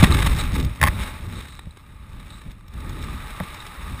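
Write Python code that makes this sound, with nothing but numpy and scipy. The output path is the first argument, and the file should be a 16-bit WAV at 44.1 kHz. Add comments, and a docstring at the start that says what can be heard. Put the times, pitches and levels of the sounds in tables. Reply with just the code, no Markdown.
"""Under a parachute that has just opened, at one microphone in a hard camera case on the jumper's helmet.
Turbulent eddies buffet the case, and the fluttering cloth flaps, crackles and calms as the fall slows.
Gear rattles on the case and the harness bumps the helmet, exciting damped modes; straps rub, lines tick.
Then the airflow picks up again to a steady rush, singing faintly at an edge of the case."""
import sys
import numpy as np
from scipy import signal
from scipy.fft import rfft, irfft
from scipy.io import wavfile
from scipy.ndimage import uniform_filter1d

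SR = 44100
rng = np.random.default_rng(int(sys.argv[2]) if len(sys.argv) > 2 else 0)


def store_pcm(level_fs):
    """Save levels as 16-bit WAV."""
    pcm = np.round(np.clip(level_fs, -1, 1) * 32767).astype(np.int16)
    wavfile.write(sys.argv[1], SR, np.atleast_2d(pcm).T)


N = 176400

# Strength of the buffeting. Each row: time in seconds, level in dB.
BUFFET_LEVELS = [(0, -16), (.08, -17.5), (.3, -17.5), (.48, -23.5), (.63, -18.5), (.71, -28), (.77, -34.5),
                 (.8, -27), (.83, -21), (.89, -22.5), (1.0, -27.5), (1.12, -34), (1.28, -31), (1.4, -31.5),
                 (1.48, -44), (1.62, -41.5), (1.8, -47), (2.02, -42), (2.19, -35.5), (2.43, -43.5),
                 (2.48, -33.5), (2.58, -45.5), (2.69, -41.5), (2.76, -30), (2.97, -30.5), (3.2, -31.5),
                 (3.34, -43), (3.6, -40), (3.73, -45.5), (3.85, -34), (3.94, -28), (4, -37)]
# Spectrum of the eddies. Each row: frequency in Hz, relative level in dB.
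EDDY_SPECTRUM = [(10, -40), (22, -3), (60, 2), (100, -5), (190, -12), (290, -19.5), (420, -32),
                 (600, -32.5), (1200, -66.5)]

def buffeting(evenness=.31, swirl_db=1.8):
    """Turbulent pressure fluctuation: eddies press on the case with a rumble that follows the flow."""
    eddies = unit(colour(rng.standard_normal(N + SR), EDDY_SPECTRUM)[SR:])
    strength = np.sqrt(uniform_filter1d(eddies ** 2, size=2600))
    rumble = unit(eddies / strength ** evenness)  # partly levels out the chance swells
    return rumble * undb(swirl_db * walk(25.04)) * curve(BUFFET_LEVELS)


# Blows of air. Each row: start in seconds, peak in dB, decay time in seconds.
AIR_BLOWS = [(0.025, 2.5, 0.019), (.096, -8, 0.0075), (.82, -13.5, 0.052)]
# Spectrum of a blow. Each row: frequency in Hz, relative level in dB.
BLOW_SPECTRUM = [(20, -43), (65, 3.5), (160, 1), (280, -16.5), (600, -24.5), (6000, -64)]

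def thumps(rise_s=.0012):
    """Pressure transients: sudden blows of air load the case and sound as dull thumps."""
    at, db, length = np.array(AIR_BLOWS).T
    t = np.arange(SR // 6) / SR
    push = noises(at, t) * np.minimum(t / rise_s, 1) * np.exp(-(t / length[:, None]) ** 2)
    return place(at, peaked(colour(push, BLOW_SPECTRUM), db))


# Gear striking the case. Each row: start in seconds, peak of the ringing in dB.
GEAR_KNOCKS = [(0.7995, -30), (0.814, -8.5), (0.8282, -3), (0.8375, -3), (0.8486, -13.5), (0.8545, -15),
               (0.863, -14), (0.8692, -12.5), (0.874, -11), (0.8767, -14), (0.8818, -14), (0.8838, -14)]
# Modes of the case. Each row: frequency in Hz, relative level in dB, 60 dB decay time in seconds.
CASE_MODES = [(580, -18, .03), (830, -21, .028), (1090, -10.5, .04), (1760, -1, .014), (2050, -2.5, .012),
              (2460, -11, .011), (3220, -13, .011), (4610, -18, .011), (5420, -20, .01), (6560, -21, .01),
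              (10100, -7.5, .007), (13900, -10.5, .0065)]
# Spectrum of the crack of contact. Each row: frequency in Hz, relative level in dB.
IMPACT_SPECTRUM = [(400, -3.5), (600, 4), (2400, 12), (3600, -6.5), (6000, -8), (14000, -6)]

def rattle(contact_s=.0004, crack_db=-5.5, crack_fall_s=.0038):
    """Impact excitation: each blow of hard gear cracks, scrapes and rings the same modes of the case."""
    at, db = np.array(GEAR_KNOCKS).T
    t = np.arange(SR // 10) / SR
    body = ring(CASE_MODES, t) * (1 - np.exp(-t / contact_s))
    touch = contact(at, t, scrape_db=-20, scrape_s=.0016)
    ringing = signal.fftconvolve(touch, body[None], axes=1)
    crack = colour(noises(at, t) * np.exp(-t / crack_fall_s), IMPACT_SPECTRUM)
    return place(at, peaked(ringing, db)) + place(at, peaked(crack, db + crack_db))


# Strength of the flutter. Each row: time in seconds, level in dB.
FLUTTER_LEVELS = [(0, -23.5), (.08, -31.5), (.12, -27), (.19, -27.5), (.27, -34), (.35, -34), (.41, -31.5),
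                  (.51, -43.5), (.56, -33), (.68, -50.5), (.78, -47.5), (.95, -55), (1.01, -34), (1.2, -52),
                  (1.38, -42), (1.56, -49.5), (1.65, -59.5), (2.0, -61.5), (2.36, -50.5), (2.65, -61.5),
                  (3.02, -45), (3.3, -47), (4, -47)]
# Spectra of fine creases and of crisp folds. Each row: frequency in Hz, relative level in dB.
CREASE_SPECTRUM = [(120, -15.5), (350, 6), (700, -5), (1200, 3.5), (2200, 5), (3100, -3), (4800, -13),
                   (7400, -14.5), (10000, -8.5), (15000, -22)]
FOLD_SPECTRUM = [(800, -2), (2500, 7.5), (3800, -2.5), (5000, -0.5), (9000, -7.5), (15000, -8.5)]
# Peaks of the rustle. Each row: centre in Hz, width in Hz, gain in dB.
RUSTLE_PEAKS = [(5400, 120, 6.5), (6560, 150, 6)]

def flutter(surge_db=2.5, crinkle_db=-9.5):
    """Superposed impulses: tiny creases merge into a surging rustle; crisper crinkles stand out."""
    creases = grains(per_s=3500, spread_db=4) * undb(surge_db * walk(130))
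    crinkles = grains(per_s=90, spread_db=2.2)
    rustle = unit(colour(creases, CREASE_SPECTRUM, RUSTLE_PEAKS))
    crisp = unit(colour(crinkles, FOLD_SPECTRUM, RUSTLE_PEAKS))
    return (rustle + undb(crinkle_db) * crisp) * curve(FLUTTER_LEVELS)


# Cloth snapping taut. Each row: start in seconds, level in dB, time until the decay in seconds.
CLOTH_SNAPS = [(0.026, -16, 0.0083), (0.036, -13, 0.0097), (0.222, -21.5, 0.0079), (0.26, -21, 0.015),
               (0.388, -24, 0.0042), (1.591, -35, 0.0038), (1.770, -41.5, 0.0048), (2.196, -46, 0.0073)]

def flaps(rise_s=.0017, fall_s=.0021):
    """Sudden tension: a panel snaps taut and radiates a short burst of cloth noise."""
    at, db, length = np.array(CLOTH_SNAPS).T
    t = np.arange(SR // 8) / SR
    cloth = unit(colour(noises(at, t), CREASE_SPECTRUM, RUSTLE_PEAKS))
    envelope = np.minimum(t / rise_s, 1) * np.exp(-np.maximum(t - length[:, None], 0) / fall_s)
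    return place(at, cloth * envelope * undb(db)[:, None])


# Strength of the rush. Each row: time in seconds, level in dB.
RUSH_LEVELS = [(0, -29.5), (.3, -33), (.6, -41), (.77, -48), (.92, -36.5), (1.02, -35), (1.2, -42.5),
               (1.58, -56), (1.65, -57.5), (1.85, -55), (2.2, -51), (2.38, -51), (2.66, -61.5), (2.77, -45),
               (2.95, -44.5), (3.3, -40), (4, -42.5)]
# Spectrum of the passing air. Each row: frequency in Hz, relative level in dB.
AIRFLOW_SPECTRUM = [(120, 10), (330, -0.5), (700, -2.5), (1200, 5), (1800, 2), (2400, 2.5), (3200, -8),
                    (4800, -14), (7400, -18.5), (10000, -10), (15000, -19)]

def rush(swirl_db=.6, flicker_db=.9):
    """Broadband flow noise: air streams past, its bands swirling together and flickering alone."""
    swirl = swirl_db * walk(45)
    spectrum = rfft(rng.standard_normal(N))
    hz = np.arange(1, len(spectrum) + 1) * SR / N
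    octave = np.clip(np.floor(np.log2(hz / 250)), 0, 5)
    air = 0
    for k in np.unique(octave):
        band = irfft(spectrum * (octave == k), N)
        air += band * undb(swirl + flicker_db * walk(30))
    return unit(colour(air, AIRFLOW_SPECTRUM)) * curve(RUSH_LEVELS)


# Billows of the cloth. Each row: middle in seconds, level in dB, half length in seconds.
BILLOW_SWELLS = [(.11, -28.5, 0.054), (.59, -31.5, .055), (1.388, -34.5, 0.013), (2.95, -43, 0.16)]
# Spectrum of slack cloth. Each row: frequency in Hz, relative level in dB.
SLACK_SPECTRUM = [(130, -13.5), (250, 1.5), (420, -6), (1200, -46.5)]

def billows():
    """A membrane under low tension: slack cloth billows with a soft, low flap."""
    return unit(colour(rng.standard_normal(N), SLACK_SPECTRUM)) * swells(BILLOW_SWELLS)


# Harness striking the helmet. Each row: start in seconds, peak in dB, contact time in seconds.
HARNESS_BUMPS = [(1.669, -22.5, 0.00059), (2.455, -28, 0.00089), (3.4013, -16.5, 0.000014),
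                 (3.4056, -18.5, 0.000054), (3.426, -23, 0.0004)]
# Modes of the helmet. Each row: frequency in Hz, relative level in dB, 60 dB decay time in seconds.
SHELL_MODES = [(65, -2, .09), (172, 1, .065), (330, -12, .03), (590, -3, .028), (880, -4, .02),
               (1200, -3, .02), (1950, -4, .012), (3600, -6, .01), (11000, -7, .006), (12800, -8, .006)]

def bumps():
    """Contact time limits bandwidth: the softer the harness meets the helmet, the duller the ring."""
    at, db, contact_s = np.array(HARNESS_BUMPS).T
    t = np.arange(SR // 6) / SR
    touch = contact(at, t, scrape_db=-23, scrape_s=.003)
    force = signal.fftconvolve(touch, t * np.exp(-t / contact_s[:, None]), axes=1)
    ringing = signal.fftconvolve(force, ring(SHELL_MODES, t)[None], axes=1)
    return place(at, peaked(ringing, db))


# Folds giving way. Each row: start in seconds, peak in dB.
BUCKLING_FOLDS = [(0.409, -22), (.54, -28), (.549, -25.5), (0.561, -26), (0.58, -41), (0.598, -21),
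                  (.626, -29), (.646, -26), (2.514, -39), (2.68, -38), (2.737, -36), (2.803, -35),
                  (2.893, -32.5), (3.024, -27.5), (3.039, -29.5), (3.543, -30.5), (3.664, -31.5)]

def crackles(rise_s=.0022):
    """Buckling: a fold of stiff cloth gives way in a quick, bright burst."""
    at, db = np.array(BUCKLING_FOLDS).T
    t = np.arange(SR // 10) / SR
    folds = noises(at, t) * t * np.exp(-t / rise_s)
    return place(at, peaked(colour(folds, FOLD_SPECTRUM, RUSTLE_PEAKS), db))


# Ticks of lines and fittings. Each row: start in seconds, peak in dB.
FITTING_TICKS = [(0.1218, -11.5), (1.708, -38.5), (2.304, -34.5), (3.602, -30)]
# Spectrum of lines, fittings and straps. Each row: frequency in Hz, relative level in dB.
RIGGING_SPECTRUM = [(300, -81), (1200, 15), (2600, -40), (3900, 10.5), (5500, -15), (8300, 3.5),
                    (11000, -17), (15000, -20)]

def ticks(fall_s=.0032):
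    """Damped transients: light touches of lines and fittings die away exponentially."""
    at, db = np.array(FITTING_TICKS).T
    t = np.arange(SR // 8) / SR
    touch = noises(at, t) * np.exp(-t / fall_s)
    return place(at, peaked(colour(touch, RIGGING_SPECTRUM), db))


# Straps rubbing. Each row: middle in seconds, level in dB, half length in seconds.
STRAP_STROKES = [(0.402, -29, 0.014), (1.374, -43, 0.021), (1.51, -51, 0.11), (2.35, -51, 0.062),
                 (3.025, -47, 0.028)]

def rubs():
    """Stick-slip friction: webbing slides in short, gritty strokes."""
    slips = grains(per_s=1100, spread_db=2.5)
    return unit(colour(slips, RIGGING_SPECTRUM)) * swells(STRAP_STROKES)


# Strength of the singing air. Each row: time in seconds, level in dB.
HOWL_LEVELS = [(2.7, -64), (3.05, -49), (4, -52)]

def howl(pitch_hz=1222, width_hz=170, drift=.03):
    """Edge tone: the steady airflow sings faintly at the case, its pitch wandering."""
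    hz = pitch_hz * (1 + drift * walk(10))
    waver = uniform_filter1d(walk(width_hz), size=SR // 300)  # widens the tone to a narrow band
    return unit(waver * np.sin(2 * np.pi * np.cumsum(hz) / SR)) * curve(HOWL_LEVELS)


# Peaks and hollows of the camera case. Each row: centre in Hz, width in Hz, gain in dB.
CASE_RESONANCES = [(589, 42, 3), (858.6, 62, 8), (1175, 163, 4.5), (1450, 115, -2), (3754, 340, 11),
                   (6020, 286, -10), (8230, 310, 9.5), (11500, 430, -9), (12700, 400, -13),
                   (13500, 160, 11), (14460, 680, 4.5)]

def colour(x, points, peaks=()):
    """Minimum-phase filtering: a source's spectrum and peaks, as heard through the case."""
    f = np.maximum(np.arange(N + 1) * SR / (2 * N), 1)
    hz, db = np.array(points).T
    shape_db = np.interp(np.log(f), np.log(hz), db)
    for centre, width, gain in [*CASE_RESONANCES, *peaks]:
        shape_db += gain * np.exp(-((f - centre) / width) ** 2)
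    cepstrum = irfft(np.log(undb(shape_db)))
    cepstrum[1:N] *= 2  # folding the cepstrum makes the filter causal
    cepstrum[N + 1:] = 0
    response = unit(irfft(np.exp(rfft(cepstrum)))[:SR // 8])
    kernel = response[None] if x.ndim == 2 else response
    return signal.fftconvolve(x, kernel, axes=-1)[..., :x.shape[-1]]


def ring(modes, t):
    """Modal superposition: a struck body sounds as a sum of damped sinusoids."""
    return sum((-1) ** k * undb(db) * np.sin(2 * np.pi * hz * t) * np.exp(-np.log(1000) * t / t60)
               for k, (hz, db, t60) in enumerate(modes))


def contact(at, t, scrape_db, scrape_s):
    """Rough contact: an impulse followed by a fading scrape."""
    return (t == 0) + undb(scrape_db) * noises(at, t) * np.exp(-t / scrape_s)


def grains(per_s, spread_db):
    """Poisson process: clicks at random times, a few much stronger than the rest."""
    sizes = undb(spread_db * np.minimum(rng.exponential(size=N), 5))
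    return (rng.random(N) < per_s / SR) * sizes * rng.choice([-1, 1], N)


def noises(at, t):
    """White noise, one row for each event."""
    return rng.standard_normal((len(at), len(t)))


def walk(rate):
    """Random modulation of rms 1, gliding to a new value every 1 / rate seconds."""
    hold = max(int(SR / rate), 2)
    return unit(uniform_filter1d(rng.standard_normal(N)[np.arange(N) // hold], hold))


def curve(rows):
    """Gain over time, interpolated in decibels."""
    return undb(np.interp(np.arange(N) / SR, *np.array(rows).T))


def swells(rows):
    """Gain over time, a sum of Gaussian strokes."""
    t = np.arange(N) / SR
    return sum(undb(db) * np.exp(-((t - at) / length) ** 2) for at, db, length in rows)


def place(times, sounds):
    """Superpose short sounds at their start times."""
    out = np.zeros(N + SR)
    for at, sound in zip(times, sounds):
        start = max(int(at * SR), 0)
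        out[start:start + len(sound)] += sound
    return out[:N]


def peaked(sounds, db):
    """Normalise each short sound to its peak level."""
    return sounds / np.abs(sounds).max(axis=1, keepdims=True) * undb(db)[:, None]


def unit(x):
    """Normalise to rms 1."""
    return x / np.sqrt(np.mean(x ** 2))


def undb(db):
    """Decibels to amplitude ratio."""
    return 10 ** (np.asarray(db) / 20)


def scene():
    """Linear superposition: all sources add at one microphone, the same in both channels."""
    air = buffeting() + rush() + howl()
    cloth = flutter() + flaps() + crackles() + billows()
    mono = air + cloth + thumps() + rubs() + bumps() + ticks() + rattle()
    return np.array([mono, mono])


def record(dry, top_hz=15300):
    """Saturation and band limiting: the camera clips at full scale and cuts the highest treble."""
    lowpass = signal.ellip(10, .2, 80, top_hz, fs=SR, output="sos")
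    return signal.sosfilt(lowpass, np.clip(dry, -1, 1))


dry = scene()
out = record(dry)
store_pcm(out)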